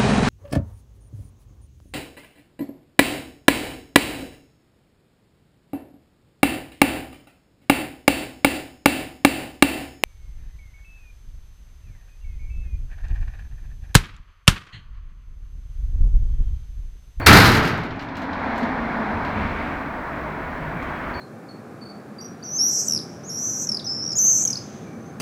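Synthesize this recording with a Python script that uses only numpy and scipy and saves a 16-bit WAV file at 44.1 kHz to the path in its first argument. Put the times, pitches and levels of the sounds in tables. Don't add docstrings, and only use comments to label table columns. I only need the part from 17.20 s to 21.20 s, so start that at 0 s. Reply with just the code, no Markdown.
import sys
import numpy as np
from scipy import signal
from scipy.fft import rfft, irfft
from scipy.io import wavfile

SR = 44100
rng = np.random.default_rng(int(sys.argv[2]) if len(sys.argv) > 2 else 0)


def waveform_to_disk(signal):
    frames = np.transpose(np.atleast_2d(signal))
    scaled = np.clip(frames, -1, 1) * 32767
    samples = np.round(scaled).astype(np.int16)
    wavfile.write(sys.argv[1], SR, samples)


N = 176400

# start in seconds, panel and clash level in relative dB.
DOOR_BLOWS = [(.062, 1.5, -0.5), (0.067, -7.5, 3), (0.081, 3, -5), (0.13, -3, -2), (.169, -16, -1.5),
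              (0.19, -13, -11), (.240, -7.5, -11), (.262, -16, -16), (.290, -14, -13), (.335, -11, -18),
              (0.368, -19, -26), (.427, -14, -22), (.450, -28, -20), (0.475, -24.5, -19), (.488, -32, -34)]
# frequency in Hz, seconds to fall 60 dB.
PANEL_DECAY = [(60, 1.14), (250, 1.39), (700, 1.29), (1600, 0.97), (4000, 0.85), (8000, 0.44), (15000, .5)]
# frequency in Hz, level in relative dB, seconds to fall 60 dB.
DOOR_MODES = [(78.2, 1.5, 0.47), (117.9, -8.5, 1.64), (151.9, -6.5, 0.65), (224.4, -16.5, 1.1),
              (291, -10.5, 0.47), (441.4, -12, 1.2), (1290, -11.5, 1.3), (1330, -14, 1.1), (1415, -21, 1.2),
              (1587, -11, 1), (1867, -22.5, 1.2), (2090, -12.5, .6), (2332, -11.5, 0.65), (2710, -12, .6)]
# start in seconds, body and bright edge level in relative dB.
SETTLING_TICKS = [(.574, -48, -54), (.634, -43, -59), (.708, -43, -76), (.759, -53, -70), (.793, -38, -69),
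                  (0.81, -50, -68), (.823, -53, -65), (.885, -47, -78), (.953, -42, -69.5),
                  (.968, -41, -54.5), (1.018, -42, -61), (1.130, -40.5, -72), (1.357, -45, -61),
                  (1.378, -42, -54), (1.429, -39, -65), (2.049, -39, -62), (3.625, -48, -58)]
# frequency in Hz, density in relative dB.
PANEL_COLOUR = [(25, -7), (45, -9.5), (80, -6), (125, -5), (200, -5.5), (300, -9), (430, -12.5), (510, -17),
                (810, -11.5), (1150, -12), (1500, -9), (2200, -14), (3000, -21.5), (4900, -26), (7900, -41),
                (12000, -44), (16500, -45.5)]
CLASH_COLOUR = [(200, -18), (900, -7), (1900, 2.5), (3000, -7), (4200, 0.5), (6500, -12), (9000, -26),
                (16500, -40)]
CLASH_TOP_COLOUR = [(4000, -17), (7000, -1), (9500, 0.5), (13500, 3.5), (15500, -8), (16800, -13)]
TICK_COLOUR = [(500, -18), (1500, 5.5), (2500, 4), (4000, 3), (6000, -11.5), (9000, -34), (16000, -40)]
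TICK_EDGE_COLOUR = [(3000, -12), (6500, 3), (9000, -6), (14000, -6), (16500, -7)]
# frequency in Hz, density in relative dB.
VEHICLE_COLOUR = [(120, -25), (190, -1.5), (270, -2), (360, -10.5), (560, -8.5), (800, -4), (980, -4.5),
                  (1170, -10), (1560, -9), (2100, -14.5), (3000, -30.5), (4100, -31.5), (6000, -47),
                  (9000, -68)]
TRAFFIC_COLOUR = [(25, -9), (60, 2), (96, -7), (155, -3.5), (185, -11), (220, -4), (300, -4.5), (400, -9.5),
                  (610, -7), (840, -9), (960, -6.5), (1800, -10.5), (2300, -19), (2900, -31), (3700, -36.5),
                  (7000, -49.5)]
RUMBLE_COLOUR = [(25, -4), (48, -4), (85, 3), (115, 2), (170, -22.5), (400, -52)]
SIZZLE_COLOUR = [(1200, -19.5), (2200, 12), (3000, -1.5), (4500, -12.5), (6500, -29.5), (10000, -40.5)]
HISS_COLOUR = [(3000, -4), (7000, -2.5), (11000, -2.5), (16500, 2.5)]
# time in seconds, level in dB.
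VEHICLE_LEVELS = [(0, -55), (.7, -40.5), (.92, -32), (1.1, -28.5), (1.26, -23.5), (1.6, -24), (2.0, -26.5),
                  (2.25, -28.5), (2.55, -34.5), (3.0, -36), (4, -43)]
TRAFFIC_LEVELS = [(0, -24), (.4, -43), (.85, -40.5), (1.5, -29.5), (2.1, -27.5), (2.5, -26.5), (3.1, -29),
                  (3.6, -29), (4, -26.5)]
RUMBLE_LEVELS = [(0, -23.5), (.8, -42.5), (1.3, -38.5), (1.85, -50), (1.96, -28.5), (2.1, -33), (2.25, -27),
                 (2.38, -39.5), (3.1, -53), (3.75, -42), (4, -47)]
SIZZLE_LEVELS = [(0, -41), (.8, -50.5), (1.8, -55), (2.2, -37), (2.5, -39.5), (2.85, -53), (3.4, -47.5),
                 (3.75, -44.5), (4, -46)]
HISS_LEVELS = [(0, -51), (.1, -73), (.7, -87), (.92, -83), (1.2, -70.5), (1.7, -67), (2.3, -63), (4, -60.5)]
# time in seconds, pitch in Hz, level in relative dB.
PASSING_ENGINE = [(.6, 275, -38.5), (1.0, 275, -35), (1.35, 250, -37), (1.55, 234.8, -27), (1.7, 228, -28),
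                  (2.05, 225, -32), (2.2, 205, -26), (2.42, 220, -41.5), (4, 215, -47)]
FAINTER_ENGINE = [(2.9, 152, -71), (3.1, 155, -43), (3.33, 158.1, -41), (3.45, 155.6, -28.5),
                  (3.56, 160.7, -29.5), (3.68, 153.4, -52)]
# start in seconds, length in seconds, pitch in Hz, level in dB.
PEEP_NOTES = [(.008, 0.075, 4420, -45.5), (3.569, 0.046, 2300, -41), (3.628, .06, 3120, -61),
              (3.718, .07, 3310, -57), (3.84, 0.058, 3010, -57), (3.936, .066, 4450, -45)]

FIRST_BLOW_S, PANEL_RISE_S = DOOR_BLOWS[0][0], 0.0034


def panels(bands=12, gain_db=-8, rise_cycles=1.5):
    times, panel_db, _ = np.array(DOOR_BLOWS).T
    sheet = rfft(noise(PANEL_COLOUR))
    centres = np.geomspace(40, 15000, bands)
    out = 0
    for hz, share in zip(centres, np.eye(bands)):
        band = irfft(sheet * np.interp(np.log(bins()), np.log(centres), share), N)
        decay = fade(clock(), t60=at_pitch(PANEL_DECAY, hz), rise=PANEL_RISE_S + rise_cycles / hz)
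        out += band * envelope(times, undb(panel_db), decay)
    return undb(gain_db) * out


def boom(gain_db=-4, rise_cycles=0.86):
    age = clock() - FIRST_BLOW_S
    out = 0
    for hz, db, t60 in DOOR_MODES:
        mode = np.sin(2 * np.pi * hz * age + .5 * walk(13))
        out += undb(db) * fade(age, t60, rise=PANEL_RISE_S + rise_cycles / hz) * mode
    return undb(gain_db) * out


def hardware(rattles=62, rattle_end_s=.37, fall_db_per_s=32.5, spread_db=6.5):
    blow_s, _, clash_db = np.array(DOOR_BLOWS).T
    place, size = rng.random((rattles, 2)).T
    delay_s = place * (rattle_end_s - FIRST_BLOW_S)
    rattle_db = -9.5 - fall_db_per_s * delay_s + spread_db * (2 * size - 1)
    times = np.r_[blow_s, FIRST_BLOW_S + delay_s]
    force = undb(np.r_[clash_db, rattle_db])
    crack = undb(7) * fade(clock(), t60=0.014, rise=0.00065)
    shape = crack + fade(clock(), t60=0.18, rise=0.0023)
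    body = steel(CLASH_COLOUR) * envelope(times, force, shape)
    top = steel(CLASH_TOP_COLOUR) * envelope(times, force ** 1.26, shape)
    return undb(-11.5) * body + undb(-20.5) * top


def ticks():
    body, edge = steel(TICK_COLOUR), steel(TICK_EDGE_COLOUR)
    out = 0
    for start, body_db, edge_db in SETTLING_TICKS:
        age = clock() - start
        snap = undb(4) * fade(age, t60=0.022, rise=.0005)
        tail = undb(-2.5) * fade(age, t60=0.25, rise=.002)
        out += (snap + tail) * (undb(body_db) * body + undb(edge_db) * edge)
    return out


def steel(colour):
    return resonant(noise(colour), depth_db=1.5, spacing_hz=70.05)


def street(drift_db=.5, flicker_db=0.47):
    layers = [(VEHICLE_COLOUR, VEHICLE_LEVELS), (TRAFFIC_COLOUR, TRAFFIC_LEVELS),
              (RUMBLE_COLOUR, RUMBLE_LEVELS), (SIZZLE_COLOUR, SIZZLE_LEVELS)]
    drift = drift_db * walk(1.8)
    return sum(noise(colour) * undb(curve(levels) + drift + flicker_db * walk(22))
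               for colour, levels in layers)


def garage(x, hollow_hz=987, width_hz=73, hollow_db=1.5):
    hollow = undb(hollow_db / (1 + (2 * (bins() - hollow_hz) / width_hz) ** 2))
    return resonant(irfft(rfft(x) * hollow, N), depth_db=2, spacing_hz=14)


def engine(track, steady=0.49, rough=0.67, roughness_hz=37):
    phase = 2 * np.pi * np.cumsum(curve(track)) / SR + 0.5 * walk(5.6)
    in_phase = (np.sqrt(2) * steady + rough * walk(roughness_hz)) * np.sin(phase)
    quadrature = rough * walk(roughness_hz) * np.cos(phase)
    return (in_phase + quadrature) * undb(curve(track, column=2))


def hoot(peak_s=1.437, half_width_s=.017, hz=239.4, db=-15):
    age = clock() - peak_s
    return undb(db) * np.exp(-(age / half_width_s) ** 2) * np.sin(2 * np.pi * hz * age)


def peeps(sag_hz_per_s=600, waver_hz=14.2, scatter_hz=349, settle_s=0.0074, edge_s=0.0067):
    out = 0
    for start, length, hz, db in PEEP_NOTES:
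        age = clock() - start
        sag = sag_hz_per_s * (np.clip(age, 0, length) - length / 2)
        waver = waver_hz * walk(110)
        rough_onset = scatter_hz * np.exp(-np.maximum(age, 0) / settle_s) * walk(399)
        phase = 2 * np.pi * np.cumsum(hz - sag + waver + rough_onset) / SR
        gate = np.clip(np.minimum(age, length - age) / edge_s, 0, 1)
        out += undb(db) * gate * np.sqrt(2) * np.sin(phase)
    return out


def hiss():
    return noise(HISS_COLOUR) * undb(curve(HISS_LEVELS))


def undb(db):
    return 10 ** (np.asarray(db) / 20)


def clock():
    return np.arange(N) / SR


def bins():
    return np.maximum(np.arange(N // 2 + 1) * SR / N, 1)


def curve(rows, column=1):
    rows = np.array(rows)
    return np.interp(clock(), rows[:, 0], rows[:, column])


def at_pitch(rows, hz):
    rows = np.array(rows)
    return np.interp(np.log(hz), np.log(rows[:, 0]), rows[:, 1])


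def noise(colour):
    hz = bins()
    low_hz, high_hz = .8 * colour[0][0], 1.2 * colour[-1][0]
    roll_off = 1 / np.sqrt((1 + (low_hz / hz) ** 6) * (1 + (hz / high_hz) ** 10))
    x = irfft(rfft(rng.standard_normal(N)) * undb(at_pitch(colour, hz)) * roll_off, N)
    return x / x.std()


def walk(rate_hz):
    x = irfft(rfft(rng.standard_normal(N)) * np.exp(-(bins() / rate_hz) ** 2), N)
    return x / x.std()


def fade(age, t60, rise):
    age = np.maximum(age, 0)
    return (1 - np.exp(-age / rise)) * np.exp(-np.log(1000) * age / t60)


def envelope(times, sizes, shape):
    energy = np.bincount((times * SR).astype(int), sizes ** 2, N)
    return np.sqrt(np.abs(signal.fftconvolve(energy, shape ** 2)[:N]))


def resonant(x, depth_db, spacing_hz):
    heights = np.sqrt(3) * rng.uniform(-1, 1, size=4096)
    gain = undb(depth_db * np.interp(bins() / spacing_hz, np.arange(4096), heights))
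    return irfft(rfft(x) * gain / np.sqrt(np.mean(gain ** 2)), N)


def scene():
    door = panels() + boom() + hardware() + ticks()
    background = garage(street()) + hiss()
    engines = engine(PASSING_ENGINE) + engine(FAINTER_ENGINE)
    return (door + background + engines + hoot() + peeps())[None]


def record(dry, input_db=-1.5, knee=6.8, top_hz=17000):
    x = dry * undb(input_db)
    clipped = x / (1 + np.abs(x) ** knee) ** (1 / knee)
    low_pass = signal.ellip(10, .1, 70, top_hz, fs=SR, output="sos")
    return signal.sosfilt(low_pass, clipped)


dry = scene()
out = record(dry)
waveform_to_disk(out)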